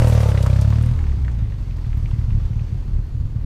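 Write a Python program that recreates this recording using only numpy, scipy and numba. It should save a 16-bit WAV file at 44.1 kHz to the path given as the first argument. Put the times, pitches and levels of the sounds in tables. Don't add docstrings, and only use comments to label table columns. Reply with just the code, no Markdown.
import sys
import numpy as np
from scipy import signal
from scipy.io import wavfile
from scipy.ndimage import uniform_filter1d
from numba import njit

SR = 44100
rng = np.random.default_rng(int(sys.argv[2]) if len(sys.argv) > 2 else 0)


def volts(x):
    e = np.asarray(x, float) / 20
    return 10 ** e


def digitize_waveform(pressure):
    field = np.atleast_2d(pressure).T
    bounded = np.clip(field, -1, 1)
    quanta = np.round(bounded * 32767).astype(np.int16)
    wavfile.write(sys.argv[1], SR, quanta)


N = 152145

# (time [s], firing rate [Hz])
SPEED = [(0, 39.04), (.17, 37.41), (.3, 34.68), (.4, 32.63), (.48, 32.22), (.56, 33.34), (.66, 35.58),
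         (.79, 38.03), (.93, 40.63), (1.0, 39.3), (1.1, 33.66), (1.25, 31.24), (1.4, 26.98), (1.6, 23.14),
         (1.8, 20.17), (1.86, 18.72), (3.45, 18.78)]
# (time [s], throttle [dB], pumping [dB], nearness [dB])
RIDE = [(0, -13.5, -20, -38), (.2, -15, -56, -38.5), (.5, -14.5, -48, -43), (.75, -15.5, -67, -46.5),
        (.92, -17, -19, -49.5), (1.0, -43, -16.5, -50.5), (1.2, -29, -20.5, -55.5),
        (1.4, -26.5, -22, -57.5), (1.6, -28.5, -26.5, -58.5), (1.85, -38.5, -22.5, -56.5),
        (2.1, -36, -20.5, -56), (2.35, -33, -20.5, -56.5), (2.6, -47, -27, -57), (2.85, -37, -27.5, -59),
        (2.97, -34, -25.5, -59), (3.15, -38.5, -27, -61), (3.45, -36, -25.5, -60)]
FIRST_TURN, RASP_LAG, GAS_LAG = .386, -0.019, -0.16

# (centre [Hz], width [Hz], level [dB])
PIPE = [(67, 58.5, 3.5), (107.3, 46.8, 7.5), (147.7, 81, -8), (227.8, 48.7, -15.5), (328, 220, -42.5),
        (37.3, 53, -8.5)]
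# (time [s], peak [dB])
POPS = [(1.169, -15), (1.209, -15), (1.416, -16), (1.48, -26), (1.863, -12.5), (1.965, -10), (2.037, -11),
        (2.13, -11), (2.18, -9.5), (2.275, -10.5), (2.314, -10), (2.341, -9.5), (2.368, -11.5),
        (2.413, -15), (2.502, -9.5), (2.555, -9), (2.607, -11), (2.721, -12), (2.77, -14), (2.877, -15),
        (2.935, -16), (2.982, -11), (3.092, -23.5), (3.145, -14), (3.203, -14), (3.25, -14.5),
        (3.354, -9.5)]
AFTER_S, AFTER_DB = 0.02695, -7.5
# (centre [Hz], width [Hz], level [dB])
CAN = [(411, 99, -6), (514, 77, 3), (608, 98, -1.5), (925, 70, -10), (240, 170, -3.5), (2300, 700, -31),
       (738, 69, -7.5)]
CAN_DB, CAN_FADE, SHELL_NOISE = 9.5, 3.07, .006
CAN_TUNED_HZ, REAR_TUNED_HZ, TAIL_TUNED_HZ, FOLLOW = 37.64, 34.73, 38.6, 0.85

PUMP_LAG, PUSH_JITTER = .65, 0.05
PUSH_HZ, PUSH_CUT_HZ, IDLE_SCATTER_DB = 71.8, 21, 2.5
# (time [s], span [s], level [dB])
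HEAVE = [
    (1.919, 0.031, -17.5),
    (2.35, 0.03, -14),
    (2.57, 0.061, -21),
    (2.962, 0.058, -15.5),
    (3.42, 0.081, -30),
]

# (frequency [Hz], density [dB per Hz])
RASP = [(150, -48), (250, 5.5), (352, -17), (542, -4), (689, -17), (938, -3.5), (1490, -18), (5320, -21),
        (15200, -40)]
RASP_DB, RASP_FLICKER_DB, RASP_SCATTER_DB = 2, 1.5, 2.5
GATE_SHARE, GATE_CYCLE = 0.35, 0.78
BARK_DB, BARK_HZ, BARK_CYCLE, BARK_SCATTER_DB = -3, 1300, 0.17, 2

# (centre [Hz], width [Hz], level [dB])
REAR = [(603, 81, 23), (298, 140, -25), (1100, 99, -16)]
REAR_S, REAR_SPAN_S, REAR_DB = 0.42, 0.28, -39
# (centre [Hz], width [Hz], level [dB])
TAIL = [(233, 49, 6), (294, 80, 0), (364, 130, -4)]
TAIL_S, TAIL_SPAN_S, TAIL_DB = 0.78, 0.12, -38
INTAKE_SPAN_S, INTAKE_DB = 0.15, 4.5
# (multiple of firing rate, time [s], span [s], level [dB])
WHINE = [
    (12.9, 0.848, 0.066, -43),
    (25, 0.28, 0.087, -45),
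    (14, 0.067, 0.18, -38),
]
WHINE_WOBBLE = .45

RUSH_DB, RUSH_HZ, RUSH_FADE = -11.5, 9500, 2.4

# (frequency [Hz], density [dB per Hz])
AIR = [(120, -30), (200, -5.5), (351, -13), (637, -22.5), (1160, -24), (2430, -26), (4350, -36),
       (11800, -46.5), (15200, -55)]
AIR_DB, AIR_FLICKER_DB, AIR_FOLLOW = -53, 1.3, 0.82
RUMBLE_DB, RUMBLE_HZ = -27, 70.5
BIRD_DB, BIRD_HZ = -75, 6920
# (time [s], span [s], pitch [Hz], level [dB])
CHIRP = (0.7, .006, 15050, -53)

# (time [s], peak [dB], pitch [Hz])
TICKS = [(.3495, -24.5, 1490), (.375, -22.5, 2250), (0.4628, -16, 1140), (0.726, -19.5, 1100),
         (0.5882, -29, 1500), (.647, -34, 1640), (.675, -36, 1400), (0.703, -38, 1300), (.756, -35, 2200),
         (.785, -33, 1810), (.836, -35, 2330), (0.9905, -31, 1920), (1.013, -39, 1920), (1.041, -32, 1860),
         (1.0683, -36, 1950), (1.0964, -37.5, 1900), (1.12, -36, 2000), (1.248, -33, 1790),
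         (1.2812, -25, 1450), (1.5224, -34.5, 1800), (1.3924, -41, 1630), (1.709, -39, 2700),
         (1.7857, -39, 1830), (1.847, -39, 1910), (1.855, -44, 3700), (1.9304, -32, 1850),
         (2.0585, -33, 2370), (2.1104, -38, 2880), (2.115, -31.5, 970), (2.142, -39, 2030),
         (2.186, -40, 1900), (2.214, -41, 2010), (2.306, -36, 2178), (2.33, -39.5, 2000),
         (2.4, -37.5, 1410), (2.5332, -40, 2020), (2.594, -38, 2340), (2.683, -43, 1770),
         (3.3646, -51, 2500)]
# (time [s], peak [dB], centre [Hz], decay [s])
CRACKS = [
    (0.0005, -36, 9150, 0.00089),
    (0.427, -26, 3170, 0.0068),
    (0.464, -30, 5000, 0.0034),
    (0.612, -27.5, 5540, 0.008),
    (0.825, -36.5, 9000, .006),
    (0.859, -40, 9500, .004),
    (1.769, -48, 8000, 0.0022),
    (1.972, -44.5, 13100, 0.0028),
]

# (multiple of firing rate, level [dB])
COAST = [(4, -47), (5, -45), (6, -52), (7, -52.5), (8, -46), (9, -52.5)]
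COAST_S, COAST_SPAN_S = 1.08, 0.38
ECHO_S, ECHO_DB = .016, -16
END_S = .006


@njit
def glide(x, hz, width):
    y, b, l = np.empty(len(x)), 0., 0.
    for i in range(len(x)):
        g, k = np.tan(np.pi * hz[i] / SR), width / hz[i]
        v = (b + g * (x[i] - l)) / (1 + g * (g + k))
        b, l, y[i] = 2 * v - b, l + 2 * g * v, k * v
    return y


def svf(x, hz, width):
    return glide(x, np.full(len(x), float(hz)), float(width))


def unit(x):
    return x / np.sqrt(np.mean(x ** 2))


def noise():
    return rng.standard_normal(N)


def curve(table, order):
    return np.interp(np.arange(N) / SR, np.array(table)[:, 0], np.array(table)[:, order])


def nearness(fade=1):
    near = curve(RIDE, order=3)
    return near[0] + fade * (near - near[0])


def bell(at_s, span_s):
    return np.exp(-((np.arange(N) / SR - at_s) / span_s) ** 2)


def walk(rate):
    k = int(SR / rate)
    held = np.repeat(rng.standard_normal(N // k + 1), k)
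    return 1.3 * uniform_filter1d(uniform_filter1d(held, k), k)[:N]


def scatter(db):
    return volts(db * rng.standard_normal(1000))


def beats(turns, scatter_db, pattern_db=0.):
    whole = np.floor(turns).astype(int)
    size = scatter(scatter_db) * volts(pattern_db * (np.arange(1000) % 2))
    return np.diff(whole, prepend=whole[0]) * size[whole]


def colour(spectrum, flicker_db):
    out = 0
    pts = np.array(spectrum)
    for hz in 220 * 2 ** np.arange(0, 6.3, .4):
        band = svf(svf(noise(), hz, hz / 2.5), hz, hz / 2.5)
        level = np.interp(np.log(hz), np.log(pts[:, 0]), pts[:, 1])
        out = out + volts(level + flicker_db * walk(9.62)) * band
    return unit(out)


def ring(x, body, slide=None):
    slide = np.ones(len(x)) if slide is None else slide
    out = 0
    for k, (hz, width, db) in enumerate(body):
        once = glide(x + 1e-18, hz * slide, float(width))
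        out = out + (-1) ** k * volts(db) * glide(once, hz * slide, float(width))
    return out


def running(x, body, slide=None):
    cycle = int(SR / SPEED[0][1])
    if slide is not None:
        slide = np.pad(slide, (2 * cycle, 0), mode="edge")
    return ring(np.concatenate([x[:cycle], x[:cycle], x]), body, slide)[2 * cycle:]


def sing(x, body, tuned_hz):
    return running(x, body, (np.maximum(curve(SPEED, order=1), 30) / tuned_hz) ** FOLLOW)


def exhaust(turns):
    pops = np.zeros(N)
    pops[(np.array(POPS)[:, 0] * SR).astype(int)] = volts(np.array(POPS)[:, 1])
    pops = uniform_filter1d(uniform_filter1d(pops, size=24), size=24)
    pops = pops + volts(AFTER_DB) * np.roll(pops, int(AFTER_S * SR))
    impulse = np.zeros(N)
    impulse[0] = 1
    pipe_peak = np.abs(ring(impulse, PIPE)).max()
    thump = unit(running(beats(turns, 1.0), PIPE)) * volts(curve(RIDE, order=1))
    thump = thump + volts(-1.0) * ring(pops, PIPE) / pipe_peak
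    knocks = beats(turns + RASP_LAG, 0.83) + SHELL_NOISE * noise()
    shell = unit(sing(knocks, CAN, CAN_TUNED_HZ))
    return thump + shell * volts(CAN_DB + nearness(CAN_FADE))


def pumping(turns):
    beat = 2 * turns + PUMP_LAG
    steady = beats(beat, 1.0, -7.5)
    loose = beats(beat + PUSH_JITTER * walk(30), IDLE_SCATTER_DB, -0.41)
    idle = np.clip((np.arange(N) / SR - 1.35) / 0.59, 0, 1)
    clicks = unit(steady) * (1 - idle) + unit(loose) * idle
    bump = signal.sosfilt(signal.bessel(6, PUSH_HZ, fs=SR, output="sos", norm="mag"), clicks)
    push = signal.sosfilt(signal.butter(1, PUSH_CUT_HZ, "high", fs=SR, output="sos"), bump)
    push = push + ring(clicks, [(37.6, 40.0, -2.5)])
    push = push / np.sqrt(uniform_filter1d(push ** 2, SR // 2))
    flutter = ring(noise(), [(234, 103, 0)]) * np.exp(-(beat % 1) / 0.8)
    flutter = volts(-28) * unit(flutter)
    swell = sum(volts(db) * bell(s, span) for s, span, db in HEAVE)
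    heave = swell * np.cos(2 * np.pi * (beat - .25))
    return (push + flutter) * volts(curve(RIDE, order=2)) + heave


def rasp(turns):
    phase = turns + GAS_LAG
    size = scatter(RASP_SCATTER_DB)[phase.astype(int)]
    share = np.clip(GATE_SHARE * (1 + (curve(RIDE, order=1) + 15) / 45), 0, 1)
    gate = 1 - share + share * 3 * size * np.exp(-(phase % 1) / GATE_CYCLE)
    return gate * colour(RASP, RASP_FLICKER_DB) * volts(RASP_DB + nearness())


def bark(turns):
    phase = turns + GAS_LAG
    puff = scatter(BARK_SCATTER_DB)[phase.astype(int)] * np.exp(-(phase % 1) / BARK_CYCLE)
    gas = unit(ring(puff * noise(), [(BARK_HZ, 1500, 0), (3500, 5000, -12)]))
    return gas * volts(BARK_DB + nearness() + 0.24 * (curve(RIDE, order=1) + 10))


def outlet(turns):
    mouth = unit(sing(beats(turns + RASP_LAG, 0.76), REAR, REAR_TUNED_HZ))
    mouth = mouth * volts(REAR_DB) * bell(REAR_S, REAR_SPAN_S)
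    opening = bell(TAIL_S, TAIL_SPAN_S) + volts(INTAKE_DB) * bell(0, INTAKE_SPAN_S)
    tail = unit(sing(beats(turns + 0.117, 0.54), TAIL, TAIL_TUNED_HZ)) * volts(TAIL_DB) * opening
    whine = 0
    for k, s, span, db in WHINE:
        tone = np.sin(2 * np.pi * np.round(k) * turns + WHINE_WOBBLE * walk(37.5))
        whine = whine + volts(db) * bell(s, span) * tone
    return mouth + tail + whine


def rush():
    return unit(svf(noise(), RUSH_HZ, 9000)) * volts(RUSH_DB + nearness(RUSH_FADE) + 3.3 * walk(40))


def roadside():
    t = np.arange(N) / SR
    follow = AIR_FOLLOW * np.minimum(nearness() + 60, 6)
    air = colour(AIR, AIR_FLICKER_DB) * volts(AIR_DB + 0.56 * walk(1.0) + follow)
    rumble = unit(ring(noise(), [(RUMBLE_HZ, 90, 0), (26, 20, 7)]))
    rumble = rumble * volts(RUMBLE_DB - 3.5 + 2.2 * walk(3.1)) * np.clip((t - .95) / 0.1, .05, 1)
    song = np.clip(np.minimum(t - 3.1, 3.36 - t) / .03, 0, 1)
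    bird = unit(svf(noise(), BIRD_HZ, 40)) * volts(BIRD_DB) * song
    at_s, span_s, hz, db = CHIRP
    chirp = volts(db) * bell(at_s, span_s) * np.sin(2 * np.pi * hz * t)
    insects = volts(-70.5) * unit(ring(noise(), [(4300, 350, -3.5), (12560, 2500, -15.5)]))
    return air + rumble + bird + chirp + insects


def ticks():
    out = np.zeros(N + 2000)
    t = np.arange(2000) / SR
    bursts = []
    for s, db, hz in TICKS:
        click = t * np.exp(-t / 0.00023) * np.sin(2 * np.pi * hz * t)
        scrape = rng.standard_normal(2000) * (1 - np.exp(-t / 0.00047)) * np.exp(-t / 0.0061)
        bursts.append((s, db, click + 0.00011 * ring(scrape, [(hz, hz * 0.53, 0)])))
    for s, db, hz, decay in CRACKS:
        bursts.append((s, db, svf(rng.standard_normal(2000) * np.exp(-t / decay), hz, 4900)))
    for s, db, burst in bursts:
        start = int(s * SR)
        out[start:start + 2000] += volts(db) * burst / np.abs(burst).max()
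    return out[:N]


def coast(turns):
    lines = sum(volts(db) * np.sin(2 * np.pi * np.round(k) * turns) for k, db in COAST)
    return bell(COAST_S, COAST_SPAN_S) * lines


def scene():
    turns = np.cumsum(curve(SPEED, order=1)) / SR + FIRST_TURN
    bike = exhaust(turns) + pumping(turns) + rasp(turns) + bark(turns)
    bike = bike + outlet(turns) + rush() + ticks() + coast(turns)
    hedge = volts(ECHO_DB) * np.pad(bike, (int(ECHO_S * SR), 0), mode="reflect")[:N]
    return (bike + hedge + roadside())[None]


def low_pass(x):
    return signal.sosfilt(signal.butter(12, 15310, fs=SR, output="sos"), x)


def record(dry):
    left = np.clip((N - np.arange(N)) / (END_S * SR), 0, 1)
    mix = dry * np.sin(np.pi / 2 * left) ** 2
    return low_pass(mix)


dry = scene()
out = record(dry)
digitize_waveform(out)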